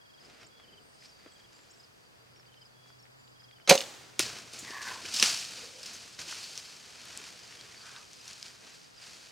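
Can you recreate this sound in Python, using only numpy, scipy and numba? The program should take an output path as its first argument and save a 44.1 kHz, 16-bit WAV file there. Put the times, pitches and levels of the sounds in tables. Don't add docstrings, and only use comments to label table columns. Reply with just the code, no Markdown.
import sys
import numpy as np
from scipy import signal
from scipy.fft import rfft, irfft
from scipy.io import wavfile
from scipy.ndimage import uniform_filter1d
from numba import njit

SR = 44100
rng = np.random.default_rng(int(sys.argv[2]) if len(sys.argv) > 2 else 0)


def to_wav(s):
    ch = np.atleast_2d(s).T
    pcm = np.round(np.clip(ch, -1, 1) * 32767)
    wavfile.write(sys.argv[1], SR, pcm.astype(np.int16))


def gain_from_db(level_db):
    decades = np.asarray(level_db, float) / 20
    return 10 ** decades


N = 410571
TIME = np.arange(N) / SR

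# f/Hz, level/dB per Hz
HISS_MID = [(15, -50.5), (25, -11), (70, -8.5), (120, -2), (309, -12.5), (416, -9), (575, -9.5),
            (1740, -12.5), (2000, -16), (3920, -19.5), (4740, -15), (5570, -18.5), (16000, -30.5)]
HISS_SIDE = [(15, -47.5), (25, -15), (114, -2.5), (394, -1.5), (476, -2.5), (818, -3.5), (3160, -10.5),
             (3620, -12), (4870, -15), (10700, -29), (16000, -28)]
# t/s, level/dB
ENGINE = [(0, -97), (1.6, -84), (2.4, -66.5), (3.6, -68), (4.5, -67.5), (6, -75.5), (9.31, -74)]
# first stroke t/s, last stroke t/s, top level/dB, f/Hz
LOW_CRICKET = [
    (.0144, .1825, -53, 3270),
    (1.275, 1.4456, -54, 3280),
    (3.3603, 3.5294, -54, 3260),
    (7.5941, 7.5941, -46, 3240),
]
LOWER_CRICKET = [
    (.6365, .776, -52.5, 3080),
    (2.5217, 2.618, -54.5, 3090),
    (2.485, 2.485, -60, 3090),
    (3.5638, 3.6052, -58, 3040),
]
HIGH_CRICKET = [(.1032, .145, -57, 5000), (.63, .765, -59, 4760), (.9423, .9852, -57, 5010),
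                (1.1194, 1.2, -53, 4680), (1.14, 1.185, -57, 4750), (1.43, 1.5604, -57.5, 4745),
                (2.4643, 2.4643, -51.5, 4730), (2.8384, 2.925, -53, 4710), (2.71, 2.8, -61, 4700),
                (2.9, 2.95, -58, 4950), (2.575, 2.575, -59, 5050), (.655, .74, -60, 4800),
                (3.1098, 3.1098, -58, 4740), (3.1961, 3.3199, -56, 4770), (3.5129, 3.5593, -59, 4695),
                (7.395, 7.435, -48, 4900), (7.77, 7.812, -45, 4580), (8.163, 8.2043, -46.5, 4950),
                (8.9755, 9.0194, -46.5, 4880)]
# list of starts t/s, gap/s, level/dB, f/Hz, pitch ratio of the second stroke
SLOW_PAIRS = ([.2099, 1.0111, 1.7988, 2.6155, 3.3977], 0.039, -48, 4980, 1)
QUICK_PAIRS = ([.411, 1.056, 1.703, 2.3625, 2.9951], .034, -52, 5480, 0.98)
# t/s, length/s, start f/Hz, end f/Hz, level/dB
SWEPT_CALLS = [(0.464, 0.012, 6600, 8100, -55), (1.705, 0.019, 6300, 8300, -54.5),
               (3.643, 0.027, 3250, 3050, -59), (3.657, .016, 5700, 5200, -58),
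               (.81, 0.11, 8700, 8050, -68), (.9, .08, 8050, 8300, -69), (.84, 0.16, 9400, 9200, -71),
               (1.3, 0.066, 7900, 7800, -64), (1.518, .13, 7400, 7300, -62.5),
               (1.738, .09, 7650, 7600, -65), (3.16, .07, 7600, 7000, -65), (3.218, 0.097, 7050, 7400, -68)]
# t/s, length/s, level/dB
TRILLS = [
    (0.502, 0.16, -60),
    (2.737, 0.25, -61),
]
# peak t/s, crackle level/dB, rise/s and fall/s over 20 dB, weight/dB
ROOTING = [(.24, -61, 0.098, 0.44, 2), (.3, -67, 0.17, 0.29, 4.5), (.39, -70, .2, 0.2, 6),
           (.44, -67, 0.31, 0.05, 8.5), (.68, -78, .4, 0.77, 11.5), (1.04, -56, 0.15, 0.17, -4.5),
           (1.28, -65, 0.16, .04, 6.5), (1.4, -68, 0.81, 1.2, 1), (1.73, -65, 1, 0.77, -2.5),
           (2.24, -78.5, 0.42, 1.04, 9.5), (2.88, -63, 0.068, 0.14, -4), (3.62, -83, 0.15, .04, 11.5),
           (3.98, -57.5, .3, 1.1, -1)]
BOLTING = [(4.2, -25.5, .004, 0.053, -19), (4.222, -34, 0.026, 0.1, -16), (4.234, -39, 0.053, 0.39, 3.5),
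           (4.33, -46.5, .06, 0.13, 4.5), (4.71, -44, .03, 0.034, 2), (4.545, -44, 0.054, 0.32, 0),
           (4.639, -43.5, 0.12, 0.34, 1), (4.82, -40, 0.017, 0.28, -4), (4.918, -45.5, 0.15, 0.22, 4),
           (5.065, -42.5, 0.14, 0.17, 3.5), (5.213, -26.5, 0.15, .03, -3.5),
           (5.235, -21.5, 0.024, 0.21, -3), (5.37, -41, 0.085, 0.78, -5),
           (5.63, -46, 0.87, 0.32, 2), (5.879, -43, 0.2, 0.66, 0.5), (6.194, -37.5, 0.012, 0.12, 0),
           (6.287, -40.5, 0.11, 1, -1), (6.59, -46, 0.065, 0.054, -6), (6.65, -64, 0.12, 1, 3),
           (7.165, -46, 0.7, 0.71, 3), (7.514, -52, 0.26, 1, 3), (7.969, -50.5, 0.92, 0.4, 2),
           (8.142, -54.5, 0.23, 0.42, -0.5), (8.306, -46, 0.17, 0.38, 0.5), (8.45, -48.5, 0.067, 0.33, 1.5),
           (8.642, -53, 0.096, 0.43, 4), (8.758, -52.5, 0.15, 0.32, -2.5), (9.032, -50, 0.1, 0.74, 2),
           (9.15, -51.5, 0.3, 0.67, 1.5)]
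# f/Hz, level/dB per Hz
CRACKLE = [(1530, -35.5), (2600, -3), (3440, -8), (4530, 0), (6380, -4), (9760, -14), (11700, -24.5),
           (13500, -23.5), (16000, -37)]
BRUSH = [(350, -42.5), (600, -11), (1070, -8), (1530, -3.5), (1910, -5), (3000, -6), (3900, -19.5),
         (6600, -120)]
GROUND = [(24, -38), (40, -4), (118, -1.5), (380, -3), (489, -1), (571, -8.5), (700, -3.5), (910, -27.5),
          (1540, -120)]
# t/s, peak level/dB, ring f/Hz
TICKS = [(.2394, -52, 1520), (.5826, -57, 1710), (1.0241, -46, 2270), (1.1967, -54, 1400),
         (2.3615, -50, 2750), (2.3974, -50, 1630), (2.4314, -51, 2350), (2.4553, -49, 2610),
         (2.5431, -45, 2830), (2.6444, -57, 1560), (2.8589, -52, 1240), (2.9023, -47, 1260),
         (2.9906, -60, 1040), (3.055, -48, 2500), (3.066, -50, 1700), (3.2779, -47, 3600),
         (3.4216, -50, 1700), (3.43, -56, 1290), (3.5119, -41, 2620), (3.5853, -50, 1820),
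         (3.6002, -46, 1770), (7.054, -36, 8500), (7.525, -36.5, 2500), (7.745, -41, 2000),
         (8.332, -31, 5460), (5.7968, -42, 5140), (5.852, -37, 4000), (6.1914, -29, 4200),
         (6.335, -34, 4500), (4.9283, -36, 4500), (5.0405, -35, 4330), (5.24, -17, 3000),
         (6.292, -37, 2500), (6.327, -35, 1420)]
# t/s, peak level/dB, f/Hz
THUDS = [(4.196, -33, 368), (4.626, -46.5, 286), (4.702, -45.5, 323), (4.812, -55, 350), (5.046, -46, 390),
         (5.142, -46, 258), (5.388, -54, 137), (5.962, -51, 180), (6.186, -54, 283), (6.275, -51.5, 350),
         (7.198, -52, 409), (1.263, -54, 230)]
# t/s, peak level/dB, centre f/Hz, thump level over it/dB
SNAPS = [(0.289, -58, 1680, 9), (0.598, -47, 1700, -24), (1.261, -53, 1220, 12.5), (1.59, -47, 2110, -7),
         (3.025, -52, 6500, -23), (4.192, -20, 5000, -23), (4.1992, -18.5, 2720, -11.5),
         (4.1935, -6.5, 5600, -21.5), (4.5345, -34, 5200, -8), (4.7067, -36, 3500, -11),
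         (5.226, -2.5, 4020, -27)]
# t/s, length/s, start f/Hz, end f/Hz, width/Hz
HOARSE = [
    (.5, .42, 470, 430, 90.),
    (2.18, .32, 450, 420, 120.),
    (5.52, .36, 480, 520, 110.),
    (7.78, .27, 1450, 1200, 600.),
]
HOARSE_DB = [-71, -76, -60.5, -57]
# t/s, peak level/dB, 60 dB decay/s, crack centre f/Hz
STRING_BLOWS = [(3.675, -22, 0.14, 3000), (3.691, -18.5, .05, 2600), (3.694, -5.5, 0.094, 5510),
                (3.6963, -5, 0.03, 5500), (3.704, -9.5, 0.083, 2500), (3.71, -8, 0.049, 2500),
                (3.722, -14.5, .08, 3500), (3.739, -19.5, .05, 5500), (3.753, -18, 0.03, 5490),
                (3.786, -29, .04, 5470), (3.812, -29.5, 0.04, 5500)]
# f/Hz, level/dB per Hz
STRING = [(530, -35), (900, 4), (1490, -4), (1720, -9), (2140, -4.5), (3430, -8.5), (4100, -8.5),
          (7310, -13.5), (10200, -17.5), (16000, -25)]
# f/Hz, width/Hz, level/dB
RISER = [(2400, 220, -8), (4020, 96, 3.5), (4280, 90, 6), (4790, 90, 2.5), (6300, 110, 6.5)]
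# t/s, ring level/dB, swell time/s
SWINGS = [
    (3.675, -29.5, 0.0079),
    (3.691, -15, 0.004),
    (3.6972, -10, 0.0035),
    (3.704, -8, 0.015),
    (3.71, -5, 0.01),
    (3.722, -11.5, 0.0066),
    (3.739, -26.5, 0.0078),
    (3.748, -15.5, 0.0055),
]
# f/Hz, level/dB, share of the swell time
LIMBS = [(196, -14.5, 0.34), (423, -10.5, 0.51), (547, -5, 0.61), (729, -9.5, 0.5), (1297, -23.5, 0.41),
         (2540, -21, 0.26)]
# t/s, level/dB
RATTLES = [
    (3.7773, -12),
    (3.8060, -17),
    (3.8225, -27),
    (3.837, -31),
]
# f/Hz, level/dB, 60 dB decay/s
RATTLE_MODES = [(2930, 1.5, 0.012), (3600, 1, .011), (5160, 0, 0.0087), (6550, -3, .011), (4400, 0, 0.0093)]
# f/Hz, level/dB, 60 dB decay/s
AFTER_RING = [(231, -45.5, .28), (536, -32.5, 0.27), (557, -30.5, 0.24), (616, -42.5, .19), (475, -40, .32)]
# f/Hz, left minus right level/dB
BOW_LEAN = [(60, 3), (110, 1), (200, 0), (380, -3), (700, -1.5), (1290, -2.5), (2380, -3.5), (4400, -2),
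            (8120, -1.5), (15000, 1)]
# t/s, peak level/dB, ring f/Hz, crunch time/s
TWIGS = [(4.5895, -35, 6800, 0.024), (4.8094, -43, 1670, 0.013), (5.053, -33.5, 2350, 0.011),
         (5.1387, -23.5, 4900, 0.02), (5.1625, -22, 5050, 0.012), (5.8306, -36, 5040, 0.0073),
         (5.8591, -32.5, 5100, 0.013), (5.9329, -36.5, 6100, 0.024), (6.1895, -36, 1750, 0.0045),
         (6.4303, -35.5, 4350, 0.033), (6.6508, -40.5, 4710, 0.013), (8.2796, -30, 5570, 0.004),
         (4.622, -39, 3000, 0.0012), (5.1163, -34, 4520, 0.001), (5.1982, -16.5, 4930, 0.005),
         (6.2034, -31, 6200, 0.0011), (6.291, -34, 2480, 0.00092), (6.326, -34, 1390, 0.001),
         (6.5772, -21.5, 5600, 0.0011), (7.3926, -37, 4900, 0.001), (7.6117, -33.5, 3970, 0.001),
         (7.9633, -33, 3700, 0.00094), (8.428, -25, 4830, 0.00083), (8.4644, -35, 4760, 0.0011),
         (8.4824, -35, 4820, 0.00069), (8.8164, -40, 4780, 0.001), (7.1751, -22.5, 7500, 0.0005),
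         (8.1329, -34, 6000, 0.00053)]
# t/s, effort level/dB, mouth opening 0-1
SQUEAL = [
    (4.636, -58, 1.),
    (4.65, -45, 0.94),
    (4.72, -46.5, 0.37),
    (4.77, -40.5, 0.38),
    (4.845, -43, 0.27),
    (4.909, -38, 0.17),
    (4.95, -49.5, 0.05),
    (5.0, -52, 0.03),
    (5.02, -58, 0.),
]
# octave centre f/Hz, level/dB, 60 dB decay/s
WOOD = [(175.7, -30, 1), (357, -33.5, 2), (693, -28, 1.1), (1460, -22, 1.3), (2910, -23, 1.19),
        (5625, -20, 0.97), (11560, -28, 1.1)]


def unit(x):
    return x / np.sqrt(np.mean(x ** 2))


def colour(x, points):
    hz, db = np.transpose(points)
    grid_hz = np.linspace(1, SR / 2, 2049)
    gain_db = np.interp(np.log(grid_hz), np.log(hz), np.maximum(db, -70))
    cepstrum = irfft(np.log(gain_from_db(gain_db)))
    cepstrum[1:2048] *= 2
    cepstrum[2049:] = 0
    return signal.fftconvolve(x, irfft(np.exp(rfft(cepstrum))))[:len(x)]


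def band(x, low_hz, high_hz, order=2):
    limits = [low_hz, min(high_hz, .45 * SR)]
    return signal.sosfilt(signal.butter(order, limits, "bandpass", fs=SR, output="sos"), x)


def noise_of(length=N):
    return rng.standard_normal(length)


def walk(rate):
    hold = int(SR / rate)
    steps = np.repeat(noise_of(N // 100), hold)[:N]
    return 1.3 * uniform_filter1d(uniform_filter1d(steps, hold), hold)


def add(track, s, sound):
    i = int(s * SR)
    track[..., i:i + sound.shape[-1]] += sound[..., :N - i]


def peak_one(x):
    return x / np.abs(x).max()


def tone(length, start_hz, end_hz):
    u = np.linspace(0, 1, int(length * SR))
    cycles = length * (start_hz * u + (end_hz - start_hz) * u ** 2 / 2)
    return np.sin(2 * np.pi * cycles) * np.sqrt(np.sin(np.pi * u).clip(0))


def rings(modes, t):
    return sum(gain_from_db(db - 60 * t / t60) * np.sin(2 * np.pi * hz * t) for hz, db, t60 in modes)


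@njit
def throat(x, hz, width):
    y, b, l = np.empty(len(x)), 0., 0.
    for i in range(len(x)):
        g, k = np.tan(np.pi * hz[i] / SR), width / hz[i]
        v = (b + g * (x[i] - l)) / (1 + g * (g + k))
        b, l, y[i] = 2 * v - b, l + 2 * g * v, k * v
    return y


def hiss():
    mid = gain_from_db(-65 + .4 * walk(1.2)) * unit(colour(noise_of(), HISS_MID))
    side = gain_from_db(-60 + .4 * walk(3)) * unit(colour(noise_of(), HISS_SIDE))
    return np.array([mid + side, mid - side])


def engine():
    hz = 122.5 * (1 + .025 * walk(15))
    level_db = np.interp(TIME, *np.transpose(ENGINE)) + 0.5 + 2.2 * walk(12)
    return np.sin(2 * np.pi * np.cumsum(hz) / SR) * gain_from_db(level_db)


def chorus():
    out, patches = np.zeros(N), walk(5)
    chance = rng.standard_normal((2400, 3))
    starts = np.cumsum(np.abs(chance[:, 0])) / 170
    for s, (_, pitch, size) in zip(starts, chance):
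        if s < TIME[-1]:
            hz = 4750 + 160.6 * pitch
            level_db = -74 + 3.5 * size + 2.5 * patches[int(s * SR)]
            add(out, s, gain_from_db(level_db) * tone(.024, hz * 1.03, hz * .97))
    return out


def crickets():
    out = np.zeros(N)
    stroke_s, grow_db, scatter_db = .044, 1, 0.8
    singers = ((LOW_CRICKET, -3.5, .017, .02), (LOWER_CRICKET, -3.5, .024, .045), (HIGH_CRICKET, -5.5, .022, .03))
    for table, gain_db, length, glide in singers:
        for first, last, db, hz in table:
            count = int(round((last - first) / stroke_s)) + 1
            for k, s in enumerate(np.linspace(last, first, count)):
                level_db = db + gain_db - grow_db * k + scatter_db * rng.standard_normal()
                add(out, s - .005, gain_from_db(level_db) * tone(length, hz * (1 + glide), hz * (1 - glide)))
    for starts, gap, db, hz, fall in (SLOW_PAIRS, QUICK_PAIRS):
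        for s in starts:
            for k in range(2):
                stroke_hz = hz * fall ** k
                add(out, s + k * gap - .005, gain_from_db(db - 6.5) * tone(.022, stroke_hz * 1.04, stroke_hz * .96))
    return out


def swept_calls():
    out, rasp = np.zeros(N), unit(band(noise_of(), 20, 200))
    for s, length, start_hz, end_hz, db in SWEPT_CALLS:
        call = tone(length, start_hz, end_hz)
        rough = .65 * (length > .04)
        add(out, s, gain_from_db(db) * call * (1 - rough + rough * rasp[int(s * SR):][:len(call)]))
    return out


def trills():
    out, note_s = np.zeros(N), .0435
    beat = gain_from_db(2 * walk(30)) * (1 + .15 * unit(band(noise_of(), 20, 200)))
    for s, length, db in TRILLS:
        t = TIME[:int(length * SR)]
        fade = ((length - t) / (.4 * length)).clip(0, 1) * (.6 + 4 * t).clip(0, 1)
        gaps = (np.abs(np.sin(np.pi * t / note_s)) * 3).clip(.1, 1)
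        dips = (np.abs(np.cos(np.pi * t / note_s)) * 3).clip(.3, 1)
        call = np.sin(2 * np.pi * 3350 * t) * fade * gaps * dips
        add(out, s, gain_from_db(db) * call * beat[int(s * SR):][:len(t)])
    return out


def stir(s, db, rise, fall):
    t = TIME[::64, None] - s
    energy = gain_from_db(2 * db - 40 * np.where(t < 0, -t / rise, t / fall))
    return np.interp(TIME, TIME[::64], np.sqrt(energy.sum(axis=1)))


def leaves(table, per_s, scatter_db, flicker_db, gain_db, brush_db, ground_db):
    s, db, rise, fall, weight_db = np.transpose(table)
    happens, size = rng.random((2, N))
    cracks = (happens < per_s / SR) * gain_from_db(np.minimum(-scatter_db * np.log(1 - size), 14))
    smear = np.exp(-TIME[:400] / 0.0019)
    push = signal.fftconvolve(cracks ** 2, smear)[:N].clip(0)
    grains = unit(noise_of() * np.sqrt(1.6 + push / push.mean())) * gain_from_db(flicker_db * walk(30))
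    bending = grains * gain_from_db(0.6 * walk(13))
    thuds = noise_of() * gain_from_db(0.77 * walk(22))
    retreat_db = 1.5 * np.maximum(s - 4.1, 0)
    thud_db = ground_db + 0.59 * (db + 49.5) + weight_db - retreat_db
    crackle = unit(colour(grains, CRACKLE)) * stir(s, db, rise, fall)
    brush = unit(colour(bending, BRUSH)) * stir(s, db + brush_db + weight_db, rise, fall)
    ground = unit(colour(thuds, GROUND)) * stir(s, thud_db, rise, fall)
    return gain_from_db(gain_db) * (crackle + brush + ground)


def ticks():
    out, t = np.zeros(N), TIME[:2500]
    for s, db, hz in TICKS:
        click = np.exp(-t / .00005) + .12 * noise_of(len(t)) * np.exp(-t / .003)
        add(out, s, gain_from_db(db) * peak_one(band(click, hz / 1.4, hz * 1.4)))
    for s, db, hz in THUDS:
        u = 3 * t / 0.0085
        add(out, s, gain_from_db(db) * u * np.exp(1 - u) * np.sin(2 * np.pi * hz * t * (1 - 3 * t)))
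    return out


def snaps():
    out, t = np.zeros(N), TIME[:3000]
    for s, db, hz, thump_db in SNAPS:
        noise = noise_of(len(t))
        burst = noise * (np.exp(-t / .0012) + .2 * np.exp(-t / .012)) * (1 - np.exp(-t / .0003))
        crack = band(burst, hz / 2.88, hz * 1.6)
        knock = band(noise * np.exp(-t / 0.0047), 180, 614)
        add(out, s, gain_from_db(db) * (peak_one(crack) + gain_from_db(thump_db) * peak_one(knock)))
    return out


def hoarse_cries():
    out, breath = 0, noise_of()
    for (s, length, start_hz, end_hz, width), db in zip(HOARSE, HOARSE_DB):
        u = ((TIME - s) / length).clip(0, 1)
        centre = start_hz + (end_hz - start_hz) * u
        voice = unit(throat(throat(breath, centre, width), centre, width))
        out = out + voice * np.sqrt(np.sin(np.pi * u).clip(0)) * gain_from_db(db)
    return out * gain_from_db(2.5 * walk(30))


def bow_string():
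    out, t = np.zeros(N), TIME[:9000]
    for s, db, t60, centre_hz in STRING_BLOWS:
        burst = colour(noise_of(len(t)) * gain_from_db(-60 * t / t60), STRING)
        add(out, s, gain_from_db(db) * peak_one(band(burst, centre_hz / 2.3, centre_hz * 2.6)))
    handle = sum(gain_from_db(db) * band(out, hz - width / 2, hz + width / 2, order=1) for hz, width, db in RISER)
    return out + handle


def bow_limbs():
    out, t = np.zeros(N), TIME[:9000]
    for s, db, swell in SWINGS:
        ring = 0
        for hz, mode_db, share in LIMBS:
            u = t / (share * swell)
            ring = ring + gain_from_db(mode_db) * u * np.exp(1 - u) * np.sin(2 * np.pi * hz * t)
        add(out, s, gain_from_db(db) * band(ring, 150, 8000))
    return out


def bow_rattle():
    out, t = np.zeros(N), TIME[:9000]
    for s, db in RATTLES:
        add(out, s, gain_from_db(db) * rings(RATTLE_MODES, t) * (1 - np.exp(-t / .0004)) / 2)
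    add(out, 3.752, rings(AFTER_RING, t) * (1 - np.exp(-t / .01)))
    return out


def twigs():
    out, t = np.zeros(N), TIME[:4000]
    for s, db, hz, crunch in TWIGS:
        splinters = 40 * crunch * noise_of(len(t)) * np.exp(-t / max(crunch, .0003))
        snap = np.exp(-t / .00005) + splinters
        sound = band(snap, hz / 1.76, hz * 1.48) + 5.1 * band(snap, hz / 1.02, hz * 1.08, order=1)
        add(out, s, gain_from_db(db + 2.0) * peak_one(sound))
    return out


def squeal():
    s, effort_db, opening = np.transpose(SQUEAL)
    phase = np.cumsum(130 * np.exp(.25 * walk(110))) / SR % 1
    source = (.8 + np.exp(-phase / 0.11)) * noise_of()
    effort = np.interp(TIME, s, effort_db - 4.0, left=-130, right=-130)
    mouth = np.interp(TIME, s, opening).clip(0, 1)
    first_hz = 985 + (1106 - 985) * (mouth / 0.26).clip(0, 1)
    first_db = 4 + (-9 - 4) * np.sqrt(mouth)
    second_hz = 1460 + (2200 - 1460) * mouth
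    second_db = -3 * (1 - 8 * mouth).clip(0)
    voice = 0
    for centre, db, width in ((first_hz, first_db, 210.), (second_hz, second_db, 380.)):
        sharp = throat(throat(source, centre, width), centre, width)
        spill = .3 * throat(source, centre, 3 * width)
        voice = voice + unit(sharp + spill) * gain_from_db(effort + db + 2.8 * walk(70))
    return voice


def wood(x):
    out, t, width = 0, TIME[:int(1.5 * SR)], 0.37
    for hz, db, t60 in WOOD:
        low_hz, high_hz = hz / 2 ** .5, hz * 2 ** .5
        fade = gain_from_db(-120 * t / t60) + gain_from_db(2 * 9 - 120 * t / .3)
        fade = fade * (1 - np.exp(-t / .006)) / (.07 * SR)
        energy = signal.fftconvolve(band(x, low_hz, high_hz) ** 2, fade)[:N].clip(0)
        mid = unit(band(noise_of(), low_hz, high_hz))
        side = width * unit(band(noise_of(), low_hz, high_hz))
        out = out + gain_from_db(db) * np.sqrt(energy) * np.array([mid + side, mid - side])
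    return out


def scene():
    insects = chorus() + crickets() + swept_calls() + trills()
    rooting = leaves(ROOTING, 300, 3.0, 1.4, -2.3, -1.3, -58.5)
    running = leaves(BOLTING, 600, 4.1, 0.89, -2.54, -7, -57.5)
    hogs = rooting + running + ticks() + snaps() + hoarse_cries() + twigs() + squeal()
    far = hogs * gain_from_db(np.array([[.2], [-.2]])) + insects
    bow = bow_string() + bow_limbs() + bow_rattle()
    shot = np.array([colour(bow, [(hz, ear * db / 2) for hz, db in BOW_LEAN]) for ear in (1, -1)])
    far = far + wood((shot + far).mean(axis=0))
    far_port = gain_from_db(-12.5) * band(far.mean(axis=0), 9700, 16200)
    bow_port = gain_from_db(-1) * band(bow, 11500, 17000)
    ports = np.roll(far_port + bow_port, 1)
    ports = ports + gain_from_db(-17.5) * np.roll(band(bow, 300, 3500), 30)
    return band(shot + far, 64.1, 19000, order=3) + ports * np.array([[1], [-1]]) + engine() + hiss()


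def roll_off(x):
    return signal.sosfilt(signal.butter(12, 16460, fs=SR, output="sos"), x)


def record(dry):
    top = signal.ellip(8, .2, 60, 15850, fs=SR, output="sos")
    mix = signal.sosfilt(top, np.clip(dry, -.95, .95))
    return roll_off(mix)


dry = scene()
out = record(dry)
to_wav(out)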